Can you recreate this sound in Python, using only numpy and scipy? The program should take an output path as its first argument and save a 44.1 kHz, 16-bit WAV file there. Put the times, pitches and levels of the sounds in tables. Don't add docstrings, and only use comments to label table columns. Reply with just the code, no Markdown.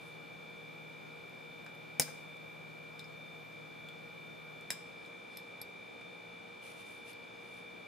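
import sys
import numpy as np
from scipy import signal
from scipy.fft import rfft, irfft
from scipy.io import wavfile

SR = 44100
rng = np.random.default_rng(int(sys.argv[2]) if len(sys.argv) > 2 else 0)


def wav_out(sig):
    wavfile.write(sys.argv[1], SR, np.round(np.clip(np.atleast_2d(sig).T, -1, 1) * 32767).astype(np.int16))


N = 347312
T = np.arange(N) / SR
RING_T = T[:SR // 2]
EARS = np.array([[.5], [-.5]])

# (pitch [Hz], width before damping [Hz], relative level [dB])
HOUSING_MODES = [(589, 460, -13), (1698, 390, -4), (2263, 290, -5), (3330, 220, -7.5), (3770, 140, -2.5),
                 (5040, 140, 0), (5230, 170, 3.5), (7340, 170, -2.5), (7670, 120, -1), (8050, 190, -5.5),
                 (8700, 460, -9), (9610, 400, -12), (10700, 400, -5.5), (12220, 250, -10.5),
                 (12780, 250, -12.5), (14950, 300, -14.5)]
# (pitch [Hz], width before damping [Hz], relative level [dB])
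GEAR_MODES = [(5180, 310, -1.5), (5480, 410, -0.5), (6140, 220, 3.5), (6460, 290, 1.5), (6780, 240, -4),
              (7250, 290, -6), (8670, 230, 3), (9100, 260, 1), (9130, 190, 7), (9300, 280, 2),
              (10020, 190, -10), (10860, 180, -1), (11550, 180, -13), (11800, 295.5, -12.5),
              (13400, 180, -7), (13700, 250, 4.5), (15200, 250, -8)]
# (pitch [Hz], width before damping [Hz], relative level [dB])
SHAFT_MODES = [(3560, 32, 3.5), (3870, 110, 2), (4093, 150, -3), (7420, 231, -22.5), (10600, 250, -23.5),
               (14500, 170, -28)]
# (pitch [Hz], width before damping [Hz], relative level [dB])
WASHER_MODES = [(5060, 140, 6), (5430, 200, -9), (5800, 252, -19)]
# (pitch [Hz], width before damping [Hz], relative level [dB])
PIN_MODES = [(3440, 48, 7), (7400, 250, -28), (15100, 200, -24)]
# (pitch [Hz], width before damping [Hz], relative level [dB])
RIM_MODES = [(1604, 170, 0), (7360, 400, -25.5)]
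# (pitch [Hz], width before damping [Hz], relative level [dB])
TIP_MODES = [(3920, 400, -21), (4620, 130, -7), (4810, 170, -7), (5120, 220, -10), (5730, 160, -16),
             (8090, 300, -11), (11330, 190, 1.5), (11670, 263, -6.5)]
# (pitch [Hz], width before damping [Hz], relative level [dB])
PRONG_MODES = [(2360, 370, -10), (4188, 120, -18), (5140, 160, -4.5), (8200, 260, -18), (10400, 230, -17),
               (11320, 110, -4), (11700, 230, -6)]
# (pitch [Hz], width before damping [Hz], relative level [dB])
SPACER_MODES = [(4350, 80, 0), (5100, 70, -3), (8130, 150, -14), (11400, 90, -1)]
# (pitch [Hz], width before damping [Hz], relative level [dB])
KNOCK_MODES = [(89, 30, -11), (155, 32, 4.5), (255.8, 30, -2.5), (365, 55, -9), (505, 38, -1),
               (624, 80, -5.5), (708.3, 89, -4), (850, 76, -4), (1500, 205, -10), (2050, 120, -12),
               (2260, 120, -3)]
# (pitch [Hz], width before damping [Hz], relative level [dB])
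DRAG_MODES = [(1650, 300, -5), (3600, 450, 4), (4280, 230, 3), (5060, 354, 1), (9000, 1500, -11),
              (11400, 300, -15)]
# (pitch [Hz], width before damping [Hz], relative level [dB])
CASING_MODES = [(2366, 200, 4.5), (2835, 200, -29.5), (3790, 720, -13), (5150, 400, -18)]

# (time [s], what is hit, level before spreading [dB])
TOUCHES = [ (1.295, "tips", -63), (1.645, "tips", -63), (1.664, "rim", -44), (1.750, "tips", -60),
           (1.9971, "gear", -17), (2.0196, "washer", -30), (2.0195, "gear", -48), (2.0238, "washer", -39),
           (2.0323, "gear", -43), (2.081, "body", -49), (2.080, "rim", -47), (2.087, "body", -45),
           (2.368, "gear", -64), (2.9932, "housing", -49), (2.9934, "washer", -50), (2.9942, "shaft", -42),
           (3.0003, "shaft", -46), (3.043, "washer", -52), (3.887, "pin", -41.5), (4.61, "gear", -59),
           (4.7043, "housing", -24), (4.7072, "gear", -41), (4.72, "housing", -46), (5.049, "shaft", -52),
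           (5.06, "pin", -54), (5.061, "housing", -58), (5.3715, "prong", -38), (5.374, "prong", -47),
           (5.615, "tips", -33.5), (5.6166, "washer", -52), (6.011, "body", -48), (6.013, "rim", -53),
           (6.129, "body", -54), (7.131, "spacer", -51.5)]
TOUCH_SPREAD = { "housing": dict(housing=0, gear=-46, knock=-21),
                "gear": dict(gear=1, housing=-8, shaft=-24.5, knock=-5),
                "shaft": dict(shaft=-.5, housing=-26, tips=-24),
                "washer": dict(washer=0, gear=-28, knock=-19), "pin": dict(pin=0, gear=-30),
                "spacer": dict(spacer=0, knock=-8),
                "tips": dict(tips=-.5, housing=-25, shaft=-13.5, knock=-11),
                "prong": dict(prong=0, housing=-20, shaft=-10), "rim": dict(rim=0, housing=-15),
                "body": dict(knock=3.5, housing=-17.5)}
# (start [s], length [s], level [dB], attack [s], release [s])
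FINGER_SLIDES = [(0.0, 0.087, -66, 0.011, .06), (6.612, 0.093, -57.5, 0.021, 0.068),
                 (6.765, 0.04, -61, .02, 0.049), (6.85, 0.049, -61.5, .025, 0.13),
                 (7.049, 0.064, -55.5, .04, .012), (7.375, 0.21, -67, 0.051, .07)]
# (start [s], length [s], level [dB], attack [s], release [s])
TIP_SCRAPES = [(4.958, 0.091, -71, .013, .06), (5.3, 0.068, -61, .035, .05)]
# (pitch [Hz], relative level [dB per Hz])
SKIN_HISS = [(2800, 10), (4500, 0.5), (7500, -3.5), (10000, 2.5), (13000, -7), (15500, -17)]

# (pitch [Hz], level [dB])
MOTOR_TONES = [(1942, -87.5), (2001, -86.5), (2060, -82), (2177, -77.5), (2472, -71.5), (2707, -85.5),
               (2884, -78), (3001, -91), (3060, -82.5), (3178, -87), (3354, -78), (3472, -96),
               (3531, -66.5), (3590, -67), (3825, -83.5), (4296, -81.5), (4943, -90.5), (5002, -85),
               (6474, -89.5)]
# (pitch [Hz], level [dB], left-right difference [dB], waver [share of the tone])
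STEADY_HUMS = [(116.7, -72.5, -1.5, 0.16), (174.2, -68.5, -0.5, 0.34), (473, -64, 3, 0.29),
               (527, -72.5, -14.5, 0.39), (615, -76, 16, 0.407), (837.5, -72, -9, 0.21),
               (1233, -75.5, -3.5, 0.25)]
# (pitch [Hz], level before its change over time [dB],
# left-right difference [dB], waver [share of the tone])
DRONE_TONES = [(155.7, -61.5, 4.5, 0.15), (1416, -73.5, 3.5, 0.87), (11930, -84, -22.5, .2),
               (12160, -88, -25.5, .2)]
# (time [s], level change [dB])
DRONE_COURSE = [(0, 1.5), (4.5, 2.5), (5.0, -5.5), (5.4, -23), (7.88, -7.5)]
# (pitch [Hz], relative level [dB per Hz])
AIR_NOISE = [(25, -105), (55, -100), (105, -94.5), (210, -84.5), (350, -85), (550, -85), (1000, -90.5),
             (1500, -92), (2100, -99), (3300, -101), (6000, -111), (8500, -115), (11200, -116),
             (15000, -123)]
# (pitch [Hz], likeness [-1 opposite to 1 same])
EAR_LIKENESS = [(60, 0.61), (140, 0.87), (290, -0.23), (1400, -0.21), (3100, 0.23), (7000, 0.29),
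                (15000, -0.25)]
# (pitch [Hz], left lead [radians])
PORT_LEAD = [(4000, 0.02), (9000, 0), (11000, 1.3), (13000, -1.3), (14000, 3.5), (15500, 1)]
# (pitch [Hz], left-right difference [dB])
PORT_LEVELS = [(200, 0.5), (700, 3), (2400, 1.5), (4400, 0.5), (8500, 1), (12000, -1), (14000, 3.5)]

MOTOR_HZ = 58.85
MESH_ORDER = 40
SWING_LAG = 2.45
WAVER_HZ = 5
SKIN_LOW_HZ = 2500
GEAR_DAMPING = 1.15
RATTLE_GAP_S, RATTLE_GROWTH, RATTLE_LOSS_DB = 0.0039, 2.3, 13
BODY_LOW_HZ = 95
ROOM_T60_S, NEAR_T60_S = 0.5, 0.1
BASS_CUT_HZ, CUTOFF_HZ = 50, 15650


def from_db(db):
    return 10 ** (np.asarray(db) / 20)


def rms_one(x):
    return x / np.sqrt(np.mean(x ** 2) + 1e-20)


def unit_energy(x):
    return x / np.sqrt(np.sum(x ** 2))


def at_hz(points, hz):
    table_hz, value = np.transpose(points)
    return np.interp(np.log(np.maximum(hz, 1)), np.log(table_hz), value)


def highpass(x, hz, order):
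    return signal.sosfilt(signal.butter(order, hz, "high", fs=SR, output="sos"), x)


def dying(t60):
    return np.exp(-np.log(1000) * RING_T / t60)


def drift(rate):
    coarse = T[::32]
    hz = np.fft.rfftfreq(len(coarse), coarse[1])
    spectrum = rfft(rng.standard_normal(len(coarse))) / (1 + (hz / rate) ** 2)
    return np.interp(T, coarse, rms_one(irfft(spectrum, len(coarse))))


def ring(modes, damping, signs):
    out = np.zeros(len(RING_T))
    for sign, (hz, width, db) in zip(signs, modes):
        fade = np.exp(-np.pi * width * damping * RING_T)
        out += sign * from_db(db) * width * np.sin(2 * np.pi * hz * RING_T) * fade
    return unit_energy(out)


def motor(speed_jitter, waver_db, mesh_db, level_swing, phase_swing, swing_lag, fade_db, bearing_db):
    angle = 2 * np.pi * np.cumsum(MOTOR_HZ * (1 + speed_jitter * drift(10.9))) / SR
    swinging_level = 3 + level_swing * np.cos(angle)
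    swinging_phase = MESH_ORDER * angle + phase_swing * np.cos(angle + swing_lag)
    main_tone = rms_one(swinging_level * np.cos(swinging_phase))
    out = from_db(mesh_db + waver_db * drift(11.0)) * main_tone
    for hz, db in MOTOR_TONES:
        level = from_db(db + waver_db * drift(17.0) + fade_db * drift(2.5))
        multiple = round(hz / MOTOR_HZ)
        out += np.sqrt(2) * level * np.cos(multiple * angle + rng.uniform(0, 2 * np.pi))
    casing = ring(CASING_MODES, damping=0.32, signs=[1, -1, 1])
    bearing = signal.fftconvolve(rng.standard_normal(N), casing)[:N]
    return out + from_db(bearing_db) * rms_one(bearing)


def hums(table, spread):
    out = np.zeros((2, N))
    for hz, db, pan_db, waver in table:
        wander = 1 + waver * (drift(WAVER_HZ) + 1j * drift(WAVER_HZ))
        tone = wander * np.exp(2j * np.pi * hz * T)
        ears = from_db(EARS * pan_db) * np.exp(1j * EARS * spread)
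        out += from_db(db) * rms_one((tone * ears).real)
    return out


def drone():
    level = from_db(np.interp(T, *np.transpose(DRONE_COURSE)))
    return hums(DRONE_TONES, spread=1.34) * level


def stereo_noise(spectrum):
    hz = np.arange(N // 2 + 1) * SR / N
    alike = np.clip(at_hz(EAR_LIKENESS, hz), -1, 1)
    mid, side = rfft(rng.standard_normal((2, N)))
    pair = np.sqrt(1 + alike) * mid + np.sqrt(1 - alike) * side * [[1], [-1]]
    return irfft(pair * from_db(at_hz(spectrum, hz)) * np.sqrt(SR / 2), N)


def workshop_air():
    return stereo_noise(AIR_NOISE) * from_db([[-.3], [-1.7]])


def slide(start, length, db, attack_s, release_s):
    attack = 1 - np.exp(-np.maximum(T - start, 0) / attack_s)
    release = np.exp(-np.maximum(T - start - length, 0) / release_s)
    return from_db(db) * attack * release


def fingers(grain_db):
    hiss = rms_one(highpass(stereo_noise(SKIN_HISS), SKIN_LOW_HZ, order=2))
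    pressure = sum(slide(*row) for row in FINGER_SLIDES)
    return pressure * from_db(grain_db * drift(120)) * hiss


def crack(low_hz, high_hz, t60):
    band = signal.butter(2, [low_hz, high_hz], "band", fs=SR, output="sos")
    return unit_energy(signal.sosfilt(band, rng.standard_normal(len(RING_T)) * dying(t60)))


def workshop(x, near_db, room_db, wall_hz):
    near, far = rng.standard_normal((2, 2, len(RING_T)))
    near = near * dying(NEAR_T60_S) * (1 - dying(0.028))
    far = signal.sosfilt(signal.butter(1, wall_hz, fs=SR, output="sos"), far)
    far = far * dying(ROOM_T60_S) * (1 - dying(0.093))
    echo = from_db(near_db) * rms_one(near) + from_db(room_db) * rms_one(far)
    return signal.fftconvolve(x[None], echo / np.sqrt(len(RING_T)), axes=1)


def struck(modes, damping, crack_db, low_hz, high_hz, t60, wet_db, in_step=False, count=5):
    def radiated(signs):
        motion = ring(modes, damping, signs) + from_db(crack_db) * crack(low_hz, high_hz, t60)
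        return highpass(motion, BODY_LOW_HZ, order=2)

    direct = radiated(np.ones(len(modes)) if in_step else (-1) ** np.arange(len(modes)))
    echoes = 0
    for _ in range(count):
        direction = radiated(rng.choice([-1, 1], len(modes)))
        echoes = echoes + workshop(direction, near_db=-4.5, room_db=-15.5, wall_hz=7500)
    heard = direct + from_db(wet_db) * echoes[:, :len(direct)] / np.sqrt(count)
    return heard * np.sqrt(SR / 1000)


def rattle(second, db, count=3):
    gaps = RATTLE_GAP_S * RATTLE_GROWTH ** np.arange(count)
    return zip(second + np.cumsum(gaps) - gaps, db - RATTLE_LOSS_DB * np.arange(count))


def two_ports(x):
    hz = np.fft.rfftfreq(N, 1 / SR)
    level = from_db(EARS * at_hz(PORT_LEVELS, hz))
    lead = np.exp(1j * EARS * at_hz(PORT_LEAD, hz))
    return irfft(rfft(x) * level * lead, N)


def contacts():
    parts = dict(
        housing=struck(HOUSING_MODES, damping=0.86, crack_db=-7.5, low_hz=917, high_hz=12500,
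                       t60=0.023, wet_db=1.5),
        gear=struck(GEAR_MODES, damping=GEAR_DAMPING, crack_db=-2, low_hz=4540, high_hz=15200,
                    t60=0.0097, wet_db=-1.5),
        shaft=struck(SHAFT_MODES, damping=1.3, crack_db=-7.5, low_hz=3315, high_hz=4320, t60=.02, wet_db=0),
        washer=struck(WASHER_MODES, damping=1.1, crack_db=-8, low_hz=1214, high_hz=7000, t60=.01, wet_db=1.0),
        pin=struck(PIN_MODES, damping=0.79, crack_db=-16, low_hz=3000, high_hz=12000, t60=.03, wet_db=-1.0),
        rim=struck(RIM_MODES, damping=1.25, crack_db=-5.5, low_hz=900, high_hz=3014, t60=.02, wet_db=3.0),
        tips=struck(TIP_MODES, damping=0.39, crack_db=-13, low_hz=1800, high_hz=8000, t60=0.0089, wet_db=-9),
        prong=struck(PRONG_MODES, damping=0.6, crack_db=-12, low_hz=1600, high_hz=8500, t60=0.014, wet_db=-3),
        spacer=struck(SPACER_MODES, damping=0.8, crack_db=-14, low_hz=3500, high_hz=6000,
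                      t60=0.015, wet_db=-5),
        knock=struck(KNOCK_MODES, damping=0.61, crack_db=-12, low_hz=428.7, high_hz=838,
                     t60=0.045, wet_db=-2.5, in_step=True))
    out = np.zeros((2, N + len(RING_T)))
    for second, hit, level_db in TOUCHES:
        sound = sum(from_db(db) * parts[name] for name, db in TOUCH_SPREAD[hit].items())
        hits = rattle(second, level_db) if hit == "gear" else [(second, level_db)]
        for hit_second, hit_db in hits:
            start = int(hit_second * SR)
            out[:, start:start + len(RING_T)] += from_db(hit_db) * sound
    return two_ports(out[:, :N])


def scrapes(slips_per_s, size_db):
    happens = rng.random(N) < slips_per_s / SR
    slips = happens * rng.choice([-1, 1], N) * from_db(size_db * rng.standard_normal(N))
    drag = ring(DRAG_MODES, damping=0.59, signs=(-1) ** np.arange(len(DRAG_MODES)))
    rasp = signal.fftconvolve(slips, drag)[:N]
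    return rms_one(rasp) * sum(slide(*row) for row in TIP_SCRAPES)


def scene():
    whine = motor(speed_jitter=0.00041, waver_db=0.5, mesh_db=-54.0, level_swing=1.54, phase_swing=0.5,
                  swing_lag=SWING_LAG, fade_db=2.0, bearing_db=-64)
    whine = whine * from_db([[.3], [-.3]])
    background = hums(STEADY_HUMS, spread=0.29) + drone() + workshop_air()
    handwork = fingers(grain_db=1.5) + contacts() + scrapes(slips_per_s=1000, size_db=0)
    return whine + background + handwork


def record(dry):
    thinned = highpass(dry, BASS_CUT_HZ, order=1)
    return signal.sosfilt(signal.ellip(12, .1, 80, CUTOFF_HZ, fs=SR, output="sos"), thinned)


dry = scene()
out = record(dry)
wav_out(out)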